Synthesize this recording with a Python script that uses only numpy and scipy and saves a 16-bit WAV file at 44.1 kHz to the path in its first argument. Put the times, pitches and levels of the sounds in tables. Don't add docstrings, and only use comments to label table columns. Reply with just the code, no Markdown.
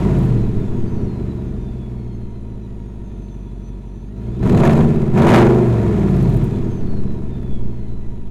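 import sys
import numpy as np
from scipy import signal
from scipy.fft import rfft, irfft
from scipy.io import wavfile
from scipy.ndimage import uniform_filter1d

SR = 44100
rng = np.random.default_rng(int(sys.argv[2]) if len(sys.argv) > 2 else 0)


def dump(signal):
    limited = np.clip(np.atleast_2d(signal).T, -1, 1)
    pcm = np.round(limited * 32767).astype(np.int16)
    wavfile.write(sys.argv[1], SR, pcm)


def rack_gain(trim_db):
    fader = np.asarray(trim_db, float)
    return 10 ** (fader / 20)


N = 366030


def level(x, db=0):
    return x * rack_gain(db) / np.sqrt(np.mean(x ** 2))


def curves(rows):
    s, *columns = np.transpose(rows)
    return [np.interp(np.arange(N) / SR, s, c) for c in columns]


def ring(x, modes):
    total = 0
    for k, (hz, width, db) in enumerate(modes):
        b, a = signal.iirpeak(hz, hz / width, SR)
        total = total + (-1) ** k * rack_gain(db) * signal.lfilter(b, a, x)
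    return total


def cut(x, hz, kind, order=2):
    return signal.sosfilt(signal.butter(order, hz, kind, fs=SR, output="sos"), x)


def flicker(rate):
    hold = int(SR / rate)
    steps = np.repeat(rng.standard_normal(N // hold + 1), hold)
    return uniform_filter1d(steps, hold)[:N]


# frequency in Hz, width in Hz, level in dB.
IDLE_PIPE = [(121.4, 15.1, 1.6), (192.1, 27.7, -2.5), (232.5, 61.2, -7.5), (337.5, 15.2, -8.5),
             (366, 39.6, -12), (430.6, 87, -17)]
# frequency in Hz, width in Hz, level in dB.
HOT_PIPE = [(137.5, 68.4, -3), (240.2, 28, -3.5)]
# frequency in Hz, width in Hz, level in dB.
OVERRUN_PIPE = [(122.5, 25.8, 2), (202.6, 41, -2.5), (234.5, 66, -9.5)]
# frequency in Hz, width in Hz, level in dB.
MUFFLER = [(42, 6.9, 0)]
# frequency in Hz, width in Hz, level in dB.
TIPS = [(636, 115, 10.5), (881, 124, 3.5), (941, 60, 9.5), (1437, 246, -4), (1682, 166, -3.5),
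        (2420, 840, -14)]
# frequency in Hz, width in Hz, level in dB.
SHIELDS = [(2497, 130, 5), (3420, 600, -1.5), (4050, 400, -1.5), (6740, 1160, -8), (9870, 2100, -13),
           (13500, 3500, -16)]
# time in seconds, opening from 0 to 1.
THROTTLE = [(0, 0.02), (4.38, 0.05), (4.45, 0.43), (4.6, 0.66), (4.655, 1), (4.72, 0.75), (4.84, 0.34),
            (4.92, 0.2), (5.15, 0.47), (5.18, 0.65), (5.35, 0.99), (5.43, 0.56), (5.55, 0.14), (8.3, 0.16)]
# time in seconds, level in dB.
BLOW = [(0, -10.5), (.3, -15.5), (.5, -19), (1.3, -22.5), (2.3, -31), (4.1, -33.5), (4.24, -26.5),
        (4.4, -23), (4.47, -11.5), (4.84, -12.5), (5.13, -22), (5.165, -10.5), (5.42, -8.5), (5.5, -11.5),
        (5.66, -15), (6.25, -13.5), (6.8, -21.5), (8.3, -33)]


def exhaust(firing_hz):
    blow_db, load = curves(BLOW)[0], curves(THROTTLE)[0]
    boom_db, rasp_db, hiss_db = colour(firing_hz, load)
    burble_db = 0.7 * while_in("idle") * np.clip((firing_hz - 55) / 25, 0, 1)
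    pulses = level(firings(firing_hz, 1.0 + 1.7 * load + burble_db))
    puffs = level(cut(pulses, 35, "low", order=1))
    gas = (2.4 + puffs * (0.4 + 3 * load)) * rng.standard_normal((3, N)) / (2.8 + 3 * load)

    hot = uniform_filter1d(1. * while_in("blip"), SR // 50)
    snarl_db = 5.85 * np.clip((firing_hz - 140) / 45, 0, 1) + 3.5 * hot
    boom_db = boom_db - 6.5 * hot

    spread = chambers(pulses, (2.3, 5.9, 11.3), 0.55)
    thuds = -cut(spread, 610, "low", order=3)
    low_modes = ring(thuds * while_in("idle"), IDLE_PIPE[:3])
    low_modes = low_modes + ring(thuds * while_in("blip"), HOT_PIPE)
    low_modes = low_modes + ring(thuds * while_in("overrun"), OVERRUN_PIPE)
    pipe = level(low_modes - rack_gain(snarl_db) * ring(thuds, IDLE_PIPE[3:]))
    swirl = level(cut(ring(gas[0], IDLE_PIPE), 170, "high"), -13)
    boom = -level(ring(thuds, MUFFLER))

    crack = 0.71 * load * pulses
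    rasp = level(cut(ring(gas[1] + crack, TIPS), 244, "high"), -4 * load)
    hiss = cut(ring(gas[2] + 0.15 * crack, SHIELDS), 1600, "high")
    hiss = level(cut(hiss, 13000, "low"), -3 * load)
    hiss = hiss * rack_gain((0.8 + 1.2 * load) * flicker(60))
    bright = barks() * (rack_gain(rasp_db) * rasp + rack_gain(hiss_db) * hiss)
    return rack_gain(blow_db + 4.3 * load) * (pipe + swirl + rack_gain(boom_db) * boom + bright)


# time in seconds, speed in rpm.
SPEED = [(0, 2194), (1.1, 1155), (2.75, 790), (3.5, 705), (4.0, 710), (4.12, 785), (4.38, 1005),
         (4.61, 1960), (4.7, 2080), (4.87, 2156), (5.15, 1914), (5.34, 2880), (5.5, 3045), (5.68, 2880),
         (6.1, 2085), (6.4, 1573), (7.0, 1136), (8.3, 775)]


def crank_rpm():
    rest_rpm = 660
    s, rpm = np.transpose(SPEED)
    return rest_rpm + np.exp(np.interp(np.arange(N) / SR, s, np.log(rpm - rest_rpm)))


CYLINDERS = { "idle": [(6.5, .8), (-.4, 2.3), (4.1, 2.3), (4.7, 1.9), (.8, 2.4), (6.4, 0), (.7, 1.2),
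             (2.6, 3)], "blip": [(8, 1), (-.2, 1.3), (9.8, 0), (2, 2.3), (-2.6, 4.2), (2.7, .1), (2.3, 2.9),
             (2.1, .9)], "overrun": [(1, .9), (2.3, 3.6), (.6, 0), (-.5, 3.4), (4.6, 3.6), (3.1, 0),
             (7.2, 3.5), (5.6, 1.8)]}


def firings(firing_hz, scatter_db):
    count = np.cumsum(firing_hz) / SR
    k = np.arange(1, int(count[-1]))
    chance = rng.standard_normal((2000, 2))[k].T
    place = np.interp(k, count, np.arange(N))
    patterns = np.array([CYLINDERS[name] for _, name in STATES])
    strength_db, delay_ms = patterns[state_at(place), k % 8].T
    spread_db = scatter_db[place.astype(int)]
    place = place + (delay_ms + 0.08 * spread_db * chance[0]) * SR / 1000
    place = np.clip(place, 0, N - 2)
    i = place.astype(int)
    size = rack_gain(strength_db + spread_db * chance[1]) / np.sqrt(firing_hz[i])
    pulses = np.zeros(N)
    np.add.at(pulses, i, size * (1 + i - place))
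    np.add.at(pulses, i + 1, size * (place - i))
    return pulses


# start in seconds, name of the state.
STATES = [
    (0, "overrun"),
    (.32, "idle"),
    (4.53, "blip"),
    (5.66, "overrun"),
    (6.48, "idle"),
]


def state_at(sample):
    return np.searchsorted([s * SR for s, _ in STATES], sample, side="right") - 1


def while_in(state):
    return np.array([name == state for _, name in STATES])[state_at(np.arange(N))]


def chambers(x, delays_ms, gain):
    turn = -2j * np.pi * np.arange(N // 2 + 1) * SR / N / 1000
    spectrum = rfft(x)
    for ms in delays_ms:
        echo = np.exp(turn * ms)
        spectrum = spectrum * (echo - gain) / (1 - gain * echo)
    return irfft(spectrum, N)


# speed in rpm, then boom, rasp and hiss in dB relative to the blow.
COLOUR = [(686, -2, -20, -31), (920, -0.5, -23, -37), (1200, -5.5, -22.5, -41), (1480, -7.5, -23, -37.5),
          (2050, -7.5, -20.5, -39), (3060, -7.5, -15.5, -35)]


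def colour(firing_hz, load):
    full_throttle_db = (-11, 12.5, 12.5)
    rpm, *columns = np.transpose(COLOUR)
    return [np.interp(firing_hz * 60 / 4, rpm, c) + db * load ** 1.4
            for c, db in zip(columns, full_throttle_db)]


# start in seconds, boost in dB.
BARKS = [(4.429, 10), (4.456, 8.5), (4.493, 6), (4.571, 6), (4.634, 6.5), (4.652, 5.5), (4.694, 5),
         (4.806, 11), (5.174, 7.5), (5.216, 5.5), (5.268, 8.5), (5.34, 4), (5.358, 5.5), (5.38, 5),
         (5.398, 8.5)]


def barks():
    decay_s = 0.0067
    t = np.arange(N) / SR
    gain = 1
    for s, db in BARKS:
        gain = gain + (rack_gain(db) - 1) * (t >= s) * np.exp(-np.maximum(t - s, 0) / decay_s)
    return gain


# multiple of the pole rate, level in dB, firing rate in Hz above which it fades.
WHINE = [(2, -62, 125), (3, -61, 88), (4, -68, 104), (5, -73, 66), (6, -77, 60), (7, -65, 49)]
# frequency in Hz, width in Hz, level in dB.
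ENGINE_BAY = [(2050, 500, -5), (3600, 450, -1), (4100, 650, 1), (6350, 900, 4)]


def alternator(firing_hz):
    poles_per_firing = 18.3
    turn = 2 * np.pi * np.cumsum(poles_per_firing * firing_hz) / SR
    tones = 0
    for m, db, top_hz in WHINE:
        strength = rack_gain(db + 5.1 * flicker(30))
        tone = np.sin(m * turn + 1.27 * flicker(120))
        tones = tones + strength * tone / (1 + (firing_hz / top_hz) ** 16)
    charge = (firing_hz / 50) ** 0.9
    return sum(ring(ring(tones * charge, [(hz, width, db)]), [(hz, width, 0)])
               for hz, width, db in ENGINE_BAY)


# start in seconds, peak level in dB.
TICKS = [(0.1865, -40), (0.2279, -43), (0.2503, -41), (5.6795, -44), (6.103, -43), (6.1619, -41),
         (6.2253, -37), (6.2911, -37), (6.337, -38), (6.3644, -37), (6.4398, -38.5), (7.4245, -56)]


def shield_ticks():
    decay_s = 0.0085
    hits = np.zeros(N)
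    for s, db in TICKS:
        hits[int(s * SR)] = rack_gain(db)
    burst = signal.lfilter([1], [1, -np.exp(-1 / (decay_s * SR))], hits)
    return 0.93 * cut(burst * rng.standard_normal(N), 8900, "high")


# centre in seconds, peak level in dB, half length in seconds.
GUSTS = [(.35, -37, 0.077), (0.74, -16, 0.27), (2.3, -34, 0.67), (4.915, -18, 0.36), (5.5, -38, 0.11),
         (6.1, -44, 0.58), (6.88, -15, 0.23), (7.272, -19.5, 0.1), (7.634, -14, .14), (8.044, -16, 0.2)]


def gusts():
    t = np.arange(N) / SR
    calm_db = -51.5
    return rack_gain(calm_db) + sum(rack_gain(db) * np.exp(-((t - s) / half) ** 2) for s, db, half in GUSTS)


def draught():
    sway = cut(rng.standard_normal(N), 5.0, "low")
    return gusts() * level(cut(sway, 2.75, "high"))


# frequency in Hz, level in dB per Hz.
OUTDOORS = [(700, -35), (942, 29.5), (1110, -35), (3000, -7), (8600, -28), (10000, 1.5), (11300, -30),
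            (22000, -120)]


def outdoors():
    hz, db = np.transpose(OUTDOORS)
    f = np.maximum(np.arange(N // 2 + 1) * SR / N, 1)
    shape = rack_gain(np.interp(np.log(f), np.log(hz), db))
    return level(irfft(rfft(rng.standard_normal(N)) * shape, N), -60)


def scene():
    firing_hz = crank_rpm() * 4 / 60
    engine = exhaust(firing_hz) + alternator(firing_hz) + shield_ticks()
    return (engine + outdoors() + draught())[None]


def low_pass(x):
    return signal.sosfilt(signal.butter(12, 15780, fs=SR, output="sos"), x)


def record(dry):
    ceiling, knee = 0.48, 7.0
    flat = dry / (1 + np.abs(dry / ceiling) ** knee) ** (1 / knee)
    flat = cut(flat, 12700, "low", order=1)
    flat = cut(flat, 15750, "low", order=24)
    return low_pass(flat)


dry = scene()
out = record(dry)
dump(out)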